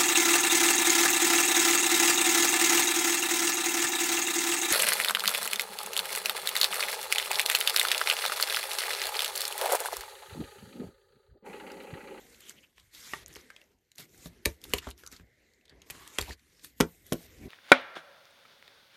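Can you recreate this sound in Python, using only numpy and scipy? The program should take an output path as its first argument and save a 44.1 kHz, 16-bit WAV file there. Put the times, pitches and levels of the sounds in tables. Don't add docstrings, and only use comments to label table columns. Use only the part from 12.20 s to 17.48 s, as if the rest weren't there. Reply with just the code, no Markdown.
import sys
import numpy as np
from scipy import signal
from scipy.fft import rfft, irfft
from scipy.io import wavfile

SR = 44100
rng = np.random.default_rng(int(sys.argv[2]) if len(sys.argv) > 2 else 0)


def wav_record(signal):
    frames = np.transpose(np.atleast_2d(signal))
    bounded = np.clip(frames, -1, 1)
    quanta = np.round(bounded * 32767).astype(np.int16)
    wavfile.write(sys.argv[1], SR, quanta)


def convert_level_to_amplitude(level_db):
    exponent = np.asarray(level_db, float) / 20
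    return 10 ** exponent


N = 233009

# frequency in Hz, level in dB per Hz.
BACKGROUND_COLOR = [(410, -46), (700, -2), (891, -35.5), (949, -36.5), (1420, -10.5), (2060, 3.5),
                    (2310, -8), (2580, -17.5), (3290, -16.5), (3980, -12.5), (4630, -21.5), (7130, -23.5),
                    (12800, -41), (14000, -17), (14500, -29)]
# time in seconds, background level in dB.
GATE = [(0.0, -68), (.4, -70), (.56, -102), (.74, -66), (.92, -72), (1.04, -69), (1.42, -65), (1.53, -100),
        (1.78, -76), (1.87, -99), (2.44, -71), (2.75, -80.5), (3.14, -71.5), (3.65, -75.5), (4.22, -79),
        (4.44, -76), (4.6, -74.5), (5.28, -68)]
# frequency in Hz, time to fall 60 dB in seconds.
ROOM_DECAY = [(300, 0.13), (1100, 0.14), (3000, 0.083), (8000, 0.11), (14000, 0.035)]
# frequency in Hz, level in dB per Hz.
HISS_COLOR = [(410, -41), (700, -6), (825, -15.5), (925, -5.5), (1130, -6), (1370, -3), (1980, 0.5),
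              (4930, -3.5), (6780, -3), (8190, -7), (12800, -7), (14000, -4), (14500, -23)]
# frequency in Hz, level in dB per Hz.
HUM_COLOR = [(65, -38), (110, -13), (162, -11), (220, -8), (416, -6.5), (519, -14), (711, -17), (879, -28),
             (1000, -16.5), (1300, -50), (2200, -120)]
# start in seconds, end in seconds, hiss at the start in dB,
# hiss at the end in dB, brightness in dB per octave.
STROKES = [(0.0, 0.23, -57, -58.5, 0.5), (0.221, .31, -58, -46.5, 0.5), (0.298, 0.548, -57, -73.5, 0),
           (0.571, 0.726, -60, -70, 0), (0.742, 0.93, -50.5, -44.5, 0.5), (0.944, 1.033, -43, -54.5, -1.5),
           (1.08, 1.207, -56, -55, -1.5), (1.217, 1.537, -62.5, -73.5, -1.5), (1.798, 1.857, -42.5, -58, 0),
           (1.87, 2.074, -67, -49, 1.5), (2.078, 2.243, -62, -66, -2), (2.273, 2.403, -46, -74, 0.5),
           (2.413, 2.586, -61.5, -40, -0.5), (2.628, 2.698, -49, -48, -3), (2.79, 2.859, -54, -63.5, 0),
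           (2.925, 3.017, -48.5, -65.5, -1.4), (3.477, 3.675, -74.5, -65.5, -5.5),
           (3.668, 3.7, -60.5, -64, 4), (3.708, 3.954, -51.5, -52.5, -2), (3.96, 4.132, -47, -47, -1.5),
           (4.175, 4.424, -68.5, -64.5, 0), (4.447, 4.598, -46, -92, 2.5), (4.582, 4.85, -59.5, -67, 3.5),
           (4.861, 5.063, -57, -54, 2), (5.074, 5.271, -59.5, -57.5, 0)]
# time in seconds, box hum in dB, share passed to the table in dB.
HAND_WEIGHT = [(0.0, -59.5, -2.5), (0.2, -68, -2.5), (0.54, -80, 1), (0.79, -108, -4.5), (0.94, -66, 7),
               (1.09, -65, 4), (1.4, -68.5, -11), (1.53, -69, -4.5), (1.82, -105, 15), (1.96, -69.5, 8.5),
               (2.13, -64, 5.5), (2.29, -74.5, -2), (2.48, -62, -4), (2.59, -72, 11), (3.4, -72, -6),
               (3.91, -67.5, -7), (4.22, -79, 6), (5.28, -62, 5)]
# middle in seconds, half length in seconds,
# box hum in dB, table rumble in dB.
HEAVES = [
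    (0.364, 0.063, -68.5, -86),
    (0.635, 0.068, -98, -66),
    (0.795, 0.055, -82, -67),
    (1.878, 0.093, -67, -85),
    (2.493, 0.069, -69, -54),
    (3.033, 0.019, -72, -51),
    (3.566, 0.06, -68, -63.5),
    (3.775, 0.055, -67.5, -61.5),
    (4.097, 0.015, -49, -46),
    (5.247, 0.047, -45, -49),
]
# middle in seconds, half length in seconds, level in dB, pitch in Hz.
RUSTLES = [(.25, 0.038, -57.5, 3200), (0.383, 0.012, -56, 2900), (0.443, 0.014, -60, 2800),
           (0.59, 0.036, -70, 3300), (1.52, 0.073, -83, 920), (3.3, 0.14, -81.5, 6700),
           (3.26, 0.095, -78.5, 4300), (3.23, 0.039, -74.5, 2670), (3.51, 0.029, -70, 3330),
           (3.93, .04, -63, 6800), (3.77, 0.033, -63, 9800), (3.95, 0.013, -56, 7400),
           (4.125, 0.018, -52.5, 4600), (2.87, 0.025, -59, 1400), (3.515, 0.023, -63.5, 1810),
           (3.82, 0.13, -61, 1080), (4.09, 0.016, -46.5, 930), (4.387, 0.044, -70, 5340),
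           (5.234, 0.021, -56.5, 2300)]
# start in seconds, peak in dB, pitch in Hz, time to fall 60 dB in seconds.
CLEAN_RINGS = [(0.9353, -21, 1870, 0.022), (0.9356, -34, 1175, 0.042), (0.935, -29, 2800, 0.007),
               (0.9358, -30, 1520, 0.019), (0.9354, -35.5, 902, 0.05), (1.3028, -43.5, 1240, 0.01),
               (1.3026, -41, 1850, .006), (1.7169, -49, 6900, 0.0068), (2.2534, -27, 2200, .012),
               (2.2535, -25, 4600, 0.008), (2.2566, -16, 1830, .014), (2.2566, -16.5, 2320, 0.007),
               (2.2566, -16, 3810, 0.011), (2.2566, -24, 4940, 0.015), (2.2568, -25, 6400, .012),
               (2.2572, -27.5, 7050, 0.012), (2.5365, -21, 2030, 0.014), (2.5359, -15, 2915, 0.015),
               (2.5365, -17, 3450, 0.0055), (2.5361, -22, 4110, 0.013), (2.537, -29, 960, .03),
               (2.5362, -26, 5950, .006), (2.5362, -31, 7260, 0.0072), (2.584, -32.5, 2900, 0.012),
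               (2.584, -30, 4530, 0.0088), (3.266, -62, 4000, .006), (3.347, -60, 6980, .006),
               (3.455, -53.5, 4000, 0.0074), (3.481, -50, 3580, 0.009), (3.4955, -43, 4570, 0.0063),
               (3.6185, -43.5, 6600, 0.0071), (3.6185, -50, 2970, .006), (3.9856, -20, 3230, 0.014),
               (3.9854, -25.5, 7400, 0.014), (3.9856, -30, 5470, .008), (3.992, -27.5, 965, 0.028),
               (4.0133, -24.5, 4340, 0.0086), (4.0132, -26, 7440, .012), (4.1084, -35, 1860, 0.02),
               (4.6032, -20, 6600, 0.006), (4.6085, -22.5, 417, 0.062), (4.6085, -25.5, 3400, 0.029),
               (4.6085, -29, 640, .03), (4.6085, -18, 1970, .02), (4.6083, -24, 1357, 0.04),
               (4.608, -16, 5850, 0.005), (4.9232, -27.5, 1130, 0.018), (4.9235, -35, 2470, .012),
               (4.9232, -27, 5750, 0.0065), (4.9317, -29, 3050, 0.007), (4.925, -29, 531, .05),
               (1.0614, -30, 6800, 0.0034), (1.128, -40, 6000, .003), (1.1316, -40, 6500, .003),
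              (1.1398, -44, 6000, .003), (1.1522, -36, 5600, .003), (1.158, -35.5, 3000, 0.0037),
              (1.164, -36, 6500, .003), (1.1665, -39, 4500, .003), (1.2125, -44.5, 6140, .006),
              (1.3642, -39, 3100, .008), (1.4158, -46, 2700, .012), (1.441, -52, 6500, 0.0028),
              (2.2566, -20, 8900, .006), (2.5379, -24.5, 444, 0.035), (2.673, -38, 399, 0.046),
              (2.836, -46, 1450, .025), (3.709, -50, 130, .08), (4.196, -58, 2100, .015),
              (4.196, -58, 7500, .004), (4.427, -56, 7000, .004), (4.438, -49, 7000, .005),
              (4.438, -55, 3200, .006), (4.447, -44, 1790, .012), (4.6119, -23, 414, 0.064),
              (4.925, -31.5, 1480, 0.023), (0.2948, -38, 3000, .012), (0.737, -47, 3400, .005),
              (0.748, -45, 5800, .005), (0.758, -45, 3900, .008), (0.918, -44, 7400, .005),
              (0.918, -46, 2800, .006), (1.159, -42, 5500, .004), (2.2629, -27, 570, .04),
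              (2.2755, -30, 450, .04), (2.262, -36, 900, .04), (2.5365, -22, 2550, .006),
              (2.5375, -41, 1250, .03), (2.539, -36, 720, .05), (4.5995, -42, 2600, .012),
              (4.608, -22, 4750, .008), (4.6033, -22, 2150, .008), (4.616, -33, 2400, .04),
              (4.9345, -32, 232, .08), (4.9235, -33, 7100, .008), (4.9235, -36, 1050, .025),
              (4.9315, -33, 5400, .006), (4.9255, -31, 331, .07),
               (1.7585, -46, 6500, .005), (1.7585, -50, 12500, .004), (1.789, -36, 3600, .004),
               (1.803, -40, 3300, .007), (1.894, -52, 6000, .004), (2.2566, -24, 11000, .003),
               (2.5362, -24, 10000, .003), (2.672, -38, 250, .06), (3.9854, -23, 10500, .003),
               (4.0133, -29, 10500, .003), (4.6033, -23, 9500, .003), (4.612, -34, 3300, .04),
               (4.9235, -32, 10000, .003), (1.262, -56, 8500, .004), (1.587, -66, 6500, .005),
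               (3.9858, -23, 2000, .01), (3.9858, -27, 950, .012), (2.674, -42, 3300, .01)]
# start in seconds, peak in dB, pitch of the spot in Hz,
# upper wall modes in dB, table thud in dB.
KNOCKS = [(0.935, -36, 417, 6, -57), (1.163, -40, 423, -19, -54), (1.303, -65, 380, -16, -78),
          (1.79, -47, 197, 13.5, -71), (2.059, -31, 166, 8, -46), (2.2616, -17.5, 370, 7.5, -25),
          (2.5379, -22.5, 456, 5, -31), (2.669, -35.5, 378, -3, -34.5), (2.686, -81, 151, 8, -45),
          (2.835, -48, 367, -14, -57), (2.928, -46, 248, -10, -56), (2.999, -44, 164, -4, -47.5),
          (3.525, -47, 315, 3, -66), (3.557, -62, 258, -9, -63.5), (3.702, -44, 436, 13, -53.5),
          (3.748, -46.5, 285, 11, -75), (3.987, -23.5, 405, -11, -35), (4.01, -34, 425, -4, -31.5),
          (4.102, -34.5, 400, -9, -39), (4.442, -52, 282, -2, -76), (4.603, -13.5, 320, 3, -58),
          (4.607, -4, 308, -4, -29), (4.922, -14.5, 237, 4, -58), (4.942, -24, 176, -16, -45)]
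# pitch in Hz, level in dB, time to fall 60 dB in seconds.
BOX_LOW_MODES = [(169, -6.5, 0.26), (191, -11, 0.041), (252, 1, 0.036), (335, -8, 0.1), (420, 2.5, 0.07),
                 (460.7, -10.5, 0.17), (525, -9.5, 0.06)]
# pitch in Hz, level in dB, time to fall 60 dB in seconds.
BOX_HIGH_MODES = [(590, -10, 0.072), (632, -11.5, 0.094), (730, -14.5, 0.06), (950, -19, 0.05),
                  (1030, -17.5, 0.0084), (1175, -12.5, 0.037), (1310, -15, 0.014), (1680, -7.5, 0.03),
                  (2030, -13.5, 0.021)]
# pitch in Hz, level in dB, time to fall 60 dB in seconds.
TABLE_MODES = [(55, -10, .16), (70, 0, .16), (92, -4, .13), (135, -10, .1)]
# start in seconds, peak in dB, ring in Hz, ring share in dB.
TIP_TICKS = [(0.1446, -48.5, 3300, 9), (0.205, -36, 3150, -12), (0.2844, -43, 3030, 9),
             (0.366, -52, 2650, 15), (0.38, -52, 2960, 9), (0.433, -54, 2780, 12), (0.597, -47.5, 3200, 14),
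             (0.748, -39, 3650, 20), (0.937, -37, 1200, 9), (1.157, -35.5, 2540, -4),
             (1.7535, -49, 3980, -8), (2.4392, -26.5, 3340, -10.5), (2.583, -25.5, 3020, -4),
             (2.5857, -29, 2930, 14), (2.71, -35.5, 3330, 4), (2.964, -39.5, 4140, 6.5),
             (3.411, -55.5, 2220, 13.5), (3.454, -53, 3600, 22), (3.479, -60, 3970, 16),
             (3.496, -48.5, 3580, 28), (3.618, -43, 3010, 5), (3.6683, -55, 2000, 3),
             (3.7052, -22.5, 2540, -9.5), (4.0083, -24.5, 3290, -7), (4.094, -36, 3600, 4),
             (4.1937, -56.5, 3900, 7), (4.3944, -48.5, 3320, 13), (4.445, -26.5, 3290, -12),
             (4.9302, -17, 2890, -16.5)]
# start in seconds, peak in dB, ring in Hz, ring share in dB.
FILM_TICKS = [(0.2948, -29.5, 7450, 18), (1.0614, -40, 6580, 6), (1.081, -35.5, 12400, 1),
              (1.1274, -46, 5530, -3), (1.1314, -46, 6490, 0), (1.139, -37, 11300, -4),
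              (1.152, -41, 5400, 5), (1.212, -51, 6200, 5), (1.7174, -42.5, 3620, -6),
              (1.9779, -49, 7500, 24), (2.4158, -41.5, 5100, -7), (2.4957, -39, 7720, -2),
              (2.7045, -33, 10200, 3), (2.778, -46, 5700, 9), (2.864, -32.5, 5800, 25),
              (2.8745, -31, 6300, 1), (2.9163, -39.5, 6100, 0), (2.926, -37, 7138, -5),
              (3.3358, -53, 4190, 0.5), (3.8762, -29, 4400, -33.5), (4.013, -20, 4300, -12),
              (4.866, -37, 12700, -18)]
# start in seconds, peak in dB, ring in Hz, ring share in dB,
# tilt of the broad noise in dB per octave.
CARD_SNAPS = [(0.5806, -44.5, 3000, -3, -11), (0.9354, -27, 1720, -10, -7), (1.1651, -35, 1170, -9, -3.5),
              (1.3025, -36.5, 1560, 5, -5.5), (1.3629, -41, 2700, 9, -2), (1.4145, -47.5, 2640, 3, -1.5),
              (1.782, -31, 3620, -6, 0.5), (2.0581, -34.5, 3570, 0, -6), (2.2525, -23, 2100, -28, -2.5),
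              (2.2564, -8.5, 2030, -12, 3.5), (2.452, -39, 950, -24, -4), (2.536, -9.5, 2870, -10, 0.5),
              (2.6708, -26, 1050, -10, -14), (2.6885, -34, 1030, -1, 10), (2.836, -40, 1500, 6, -4),
              (2.997, -45.5, 1696, 8, -5), (3.7, -29, 2280, -16, -5.5), (3.9852, -14, 2950, -21, -6.5),
              (3.9925, -22.5, 1030, 2, 1), (4.024, -28, 1950, -8, -1.5), (4.1076, -38.5, 1810, 8, -4),
              (4.6029, -10, 1370, -10, -5), (4.608, -7.5, 1420, -21.5, -3.5),
              (4.9233, -18.5, 2860, -22, -3)]


def rms_one(x):
    return x / np.sqrt(np.mean(x ** 2) + 1e-20)


def to_db(gain):
    return 20 * np.log10(gain)


def at_hz(points, hz):
    table_hz, values = np.transpose(points)
    return np.interp(np.log(hz), np.log(table_hz), values)


def in_time(rows):
    s, *columns = np.transpose(rows)
    return [np.interp(np.arange(N) / SR, s, column) for column in columns]


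def add(out, s, sound):
    i = round(s * SR)
    out[i:i + len(sound)] += sound[:N - i]


def drift(rate):
    r = np.exp(-80 * np.pi * rate / SR)
    slow = signal.lfilter([1], [1, -2 * r, r * r], rng.standard_normal(N // 40 + 2002))
    slow = rms_one(slow[2000:])
    return np.interp(np.arange(N) / 40, np.arange(len(slow)), slow)


def swell(middle, half):
    return np.exp(-((np.arange(N) / SR - middle) / half) ** 2)


def ring(push, hz, t60):
    r, w = convert_level_to_amplitude(-60 / (t60 * SR)), 2 * np.pi * hz / SR
    return signal.lfilter([0, np.sin(w)], [1, -2 * r * np.cos(w), r * r], push)


def bands(low_hz, high_hz, source, count=3):
    edges = np.geomspace(low_hz, high_hz, 1 + round(count * np.log2(high_hz / low_hz)))
    for k, (low, high) in enumerate(zip(edges, edges[1:])):
        band_filter = signal.butter(2, [low, high], "band", fs=SR, output="sos")
        yield np.sqrt(low * high), signal.sosfilt(band_filter, source[k % 2])


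def fibres(grain_db):
    size_db = grain_db * np.minimum(rng.exponential(1, (2, N)), 5)
    return rng.standard_normal((2, N)) * convert_level_to_amplitude(size_db)


def background():
    back = 0
    for hz, noise in bands(700, 15000, rng.standard_normal((2, N)), count=6):
        back = back + convert_level_to_amplitude(at_hz(BACKGROUND_COLOR, hz) + 0.32 * drift(2.9)) * noise
    return rms_one(back)


def room(x):
    t, tail = np.arange(12000) / SR, 0
    tilt_db = -1
    for hz, noise in bands(200, 15000, rng.standard_normal((2, len(t)))):
        tail = tail + noise * convert_level_to_amplitude(tilt_db * np.log2(hz / 2000) - 60 * t / at_hz(ROOM_DECAY, hz))
    tail = tail * np.minimum(t / 0.0057, 1)
    return signal.fftconvolve(x, tail / np.sqrt(np.sum(tail ** 2)))[:N]


def table_rumble():
    shake = rng.standard_normal(N)
    return rms_one(sum(convert_level_to_amplitude(db) * ring(shake, hz, t60 / 3) for hz, db, t60 in TABLE_MODES))


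def box_hum(share_db):
    hum, heave = 0, 0
    low_per_share, heave_tilt_db = 0.44, -3.5
    for hz, noise in bands(110, 1000, rng.standard_normal((2, N))):
        part = convert_level_to_amplitude(at_hz(HUM_COLOR, hz) + 3.6 * drift(7.3)) * noise
        octaves_below = np.maximum(np.log2(400 / hz), 0)
        hum = hum + convert_level_to_amplitude(low_per_share * share_db * octaves_below) * part
        heave = heave + convert_level_to_amplitude(heave_tilt_db * np.log2(hz)) * part
    return rms_one(hum), rms_one(heave)


def crackle(per_s, cycles):
    sizes = convert_level_to_amplitude(4.5 * np.minimum(rng.exponential(1, N), 4)) * rng.choice([-1, 1], N)
    born = rng.random(N) < per_s * convert_level_to_amplitude(5 * drift(15)) / SR
    dealt = rng.integers(0, 14, N)
    sound = 0
    for k, hz in enumerate(np.geomspace(1500, 13000, 14)):
        creases = sizes * born * (dealt == k) + 1e-18
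        sound = sound + np.gradient(ring(creases, hz, cycles / hz)) * 3000 / hz
    return rms_one(sound)


def strokes(rest_db):
    t = np.arange(N) / SR
    attack_s, release_s = 0.028, 0.023
    tail_db, tail_db_per_s = 30, 118
    power, bright = convert_level_to_amplitude(2 * rest_db) + convert_level_to_amplitude(2 * -78.5), 0
    for start, end, first_db, last_db, tilt_db in STROKES:
        after = np.maximum(t - end, 0)
        rise_db = 20 * np.maximum(start - t, 0) / attack_s
        fall_db = np.minimum(20 * after / release_s, tail_db + tail_db_per_s * after)
        slide_db = np.interp(t, [start, end], [first_db, last_db])
        stroke = convert_level_to_amplitude(2 * np.maximum(slide_db - rise_db - fall_db, -200))
        power, bright = power + stroke, bright + tilt_db * stroke
    return 10 * np.log10(power), bright / power


def fibre_hiss(tilt_db):
    stutter, hiss = 0.5 * drift(60), 0
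    for hz, noise in bands(700, 15000, fibres(grain_db=3.5), count=4):
        patches_db = stutter + 2.2 * drift(18) + tilt_db * np.log2(hz / 4000)
        hiss = hiss + convert_level_to_amplitude(at_hz(HISS_COLOR, hz) + patches_db + 1.4 * drift(3.7)) * noise
    return hiss / 1.53


def rubbing():
    (back_db,), (weight_db, share_db) = in_time(GATE), in_time(HAND_WEIGHT)
    hiss_db, tilt_db = strokes(back_db - 6)
    hum_db = to_db(convert_level_to_amplitude(weight_db) + convert_level_to_amplitude(hiss_db - 19))
    heave_db = to_db(1e-9 + sum(convert_level_to_amplitude(db) * swell(s, half) for s, half, db, _ in HEAVES))
    heave_rumble = sum(convert_level_to_amplitude(db) * swell(s, half) for s, half, _, db in HEAVES)
    rumble_db = to_db(convert_level_to_amplitude(weight_db + share_db) + heave_rumble)
    hum, heave = box_hum(share_db)
    layers = [(back_db, background()), (rumble_db, table_rumble()), (hum_db, hum), (heave_db, heave),
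              (hiss_db - 17, crackle(per_s=160, cycles=8.9)), (hiss_db, fibre_hiss(tilt_db))]
    return sum(convert_level_to_amplitude(db) * layer for db, layer in layers)


def rustles():
    grain, out = fibres(grain_db=4.5)[0], 0
    for s, half, db, hz in RUSTLES:
        t60 = 8 / hz
        flap = ring(ring(grain, hz, t60), hz, t60)
        out = out + convert_level_to_amplitude(db) * swell(s, half) * rms_one(flap)
    return out


def pings():
    out, pull = np.zeros(N), -1 * (np.arange(4096) == 0)
    for k, (s, db, hz, t60) in enumerate(CLEAN_RINGS):
        add(out, s, (-1) ** k * convert_level_to_amplitude(db) * ring(pull, hz, np.clip(t60, .002, .08)))
    return out


def struck(modes, push, damping, favour_db, grip=1):
    sound = 0
    for (hz, db, t60), extra_db in zip(modes, favour_db):
        sound = sound + convert_level_to_amplitude(db + extra_db) * ring(push, hz * grip, t60 / damping)
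    return sound / np.abs(sound).max()


def knocks():
    out, t = np.zeros(N), np.arange(12000) / SR
    tap, contact, shove = [np.gradient(t * np.exp(-t / soft_s)) for soft_s in (0.00026, 0.00055, 0.002)]
    damping = 1.53
    luck_db = 2.5 * rng.standard_normal((len(KNOCKS), 3, 9))
    for (s, db, hz, upper_db, thud_db), (low_luck, high_luck, table_luck) in zip(KNOCKS, luck_db):
        near_db = -8 * np.abs(np.log2(np.array(BOX_LOW_MODES)[:, 0] / hz))
        grip = 1 + table_luck[8] / 80
        box = struck(BOX_LOW_MODES, contact, damping, low_luck[:7] + near_db, grip)
        walls = convert_level_to_amplitude(upper_db - 11.5) * struck(BOX_HIGH_MODES, tap, damping, high_luck)
        thud = convert_level_to_amplitude(thud_db) * struck(TABLE_MODES, shove, 0.99, table_luck / 2)
        add(out, s, -convert_level_to_amplitude(db - 0.5) * (box + walls) - thud)
    return out


def snaps():
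    out, t = np.zeros(N), np.arange(4096) / SR
    f = np.fft.rfftfreq(2 * len(t), 1 / SR) + 1
    rows = [(*row, 0.018) for row in CARD_SNAPS]
    rows += [(*row, 6, 0.024) for row in TIP_TICKS]
    rows += [(*row, -2, 0.01) for row in FILM_TICKS]
    for s, db, hz, ring_db, tilt_db, t60 in rows:
        fade = convert_level_to_amplitude(-60 * t / np.clip(t60, .002, .08))
        rise = np.minimum(t / (0.00016 + 1.1 * t60 ** 2), 1)
        burst = rng.standard_normal(len(t)) * fade * rise
        burst = burst + 1.48 * (t == 0)
        low_cut = f ** 3 / (f ** 3 + (0.52 * hz) ** 3)
        color = (f / 4000) ** (tilt_db / 6) * low_cut
        wide = irfft(rfft(burst, 2 * len(t)) * color)[:len(t)]
        flap = np.gradient(ring(burst, hz, 6 / hz))
        sound = wide / np.abs(wide).max() + convert_level_to_amplitude(ring_db) * flap / np.abs(flap).max()
        add(out, s, convert_level_to_amplitude(db) * sound / np.abs(sound).max())
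    return out


def scene():
    blows = snaps() + knocks() + pings()
    return (blows + convert_level_to_amplitude(-15) * room(blows) + rubbing() + rustles())[None]


def band_limit(x):
    return signal.sosfilt(signal.butter(12, 14960, fs=SR, output="sos"), x)


def record(dry):
    rounded = .8 * np.tanh(dry / .8)
    top_cut = signal.ellip(8, 1, 36, 13900, fs=SR, output="sos")
    bass_cut = signal.butter(4, 42, "high", fs=SR, output="sos")
    return band_limit(signal.sosfilt(bass_cut, signal.sosfilt(top_cut, rounded)))


dry = scene()
out = record(dry)
wav_record(out)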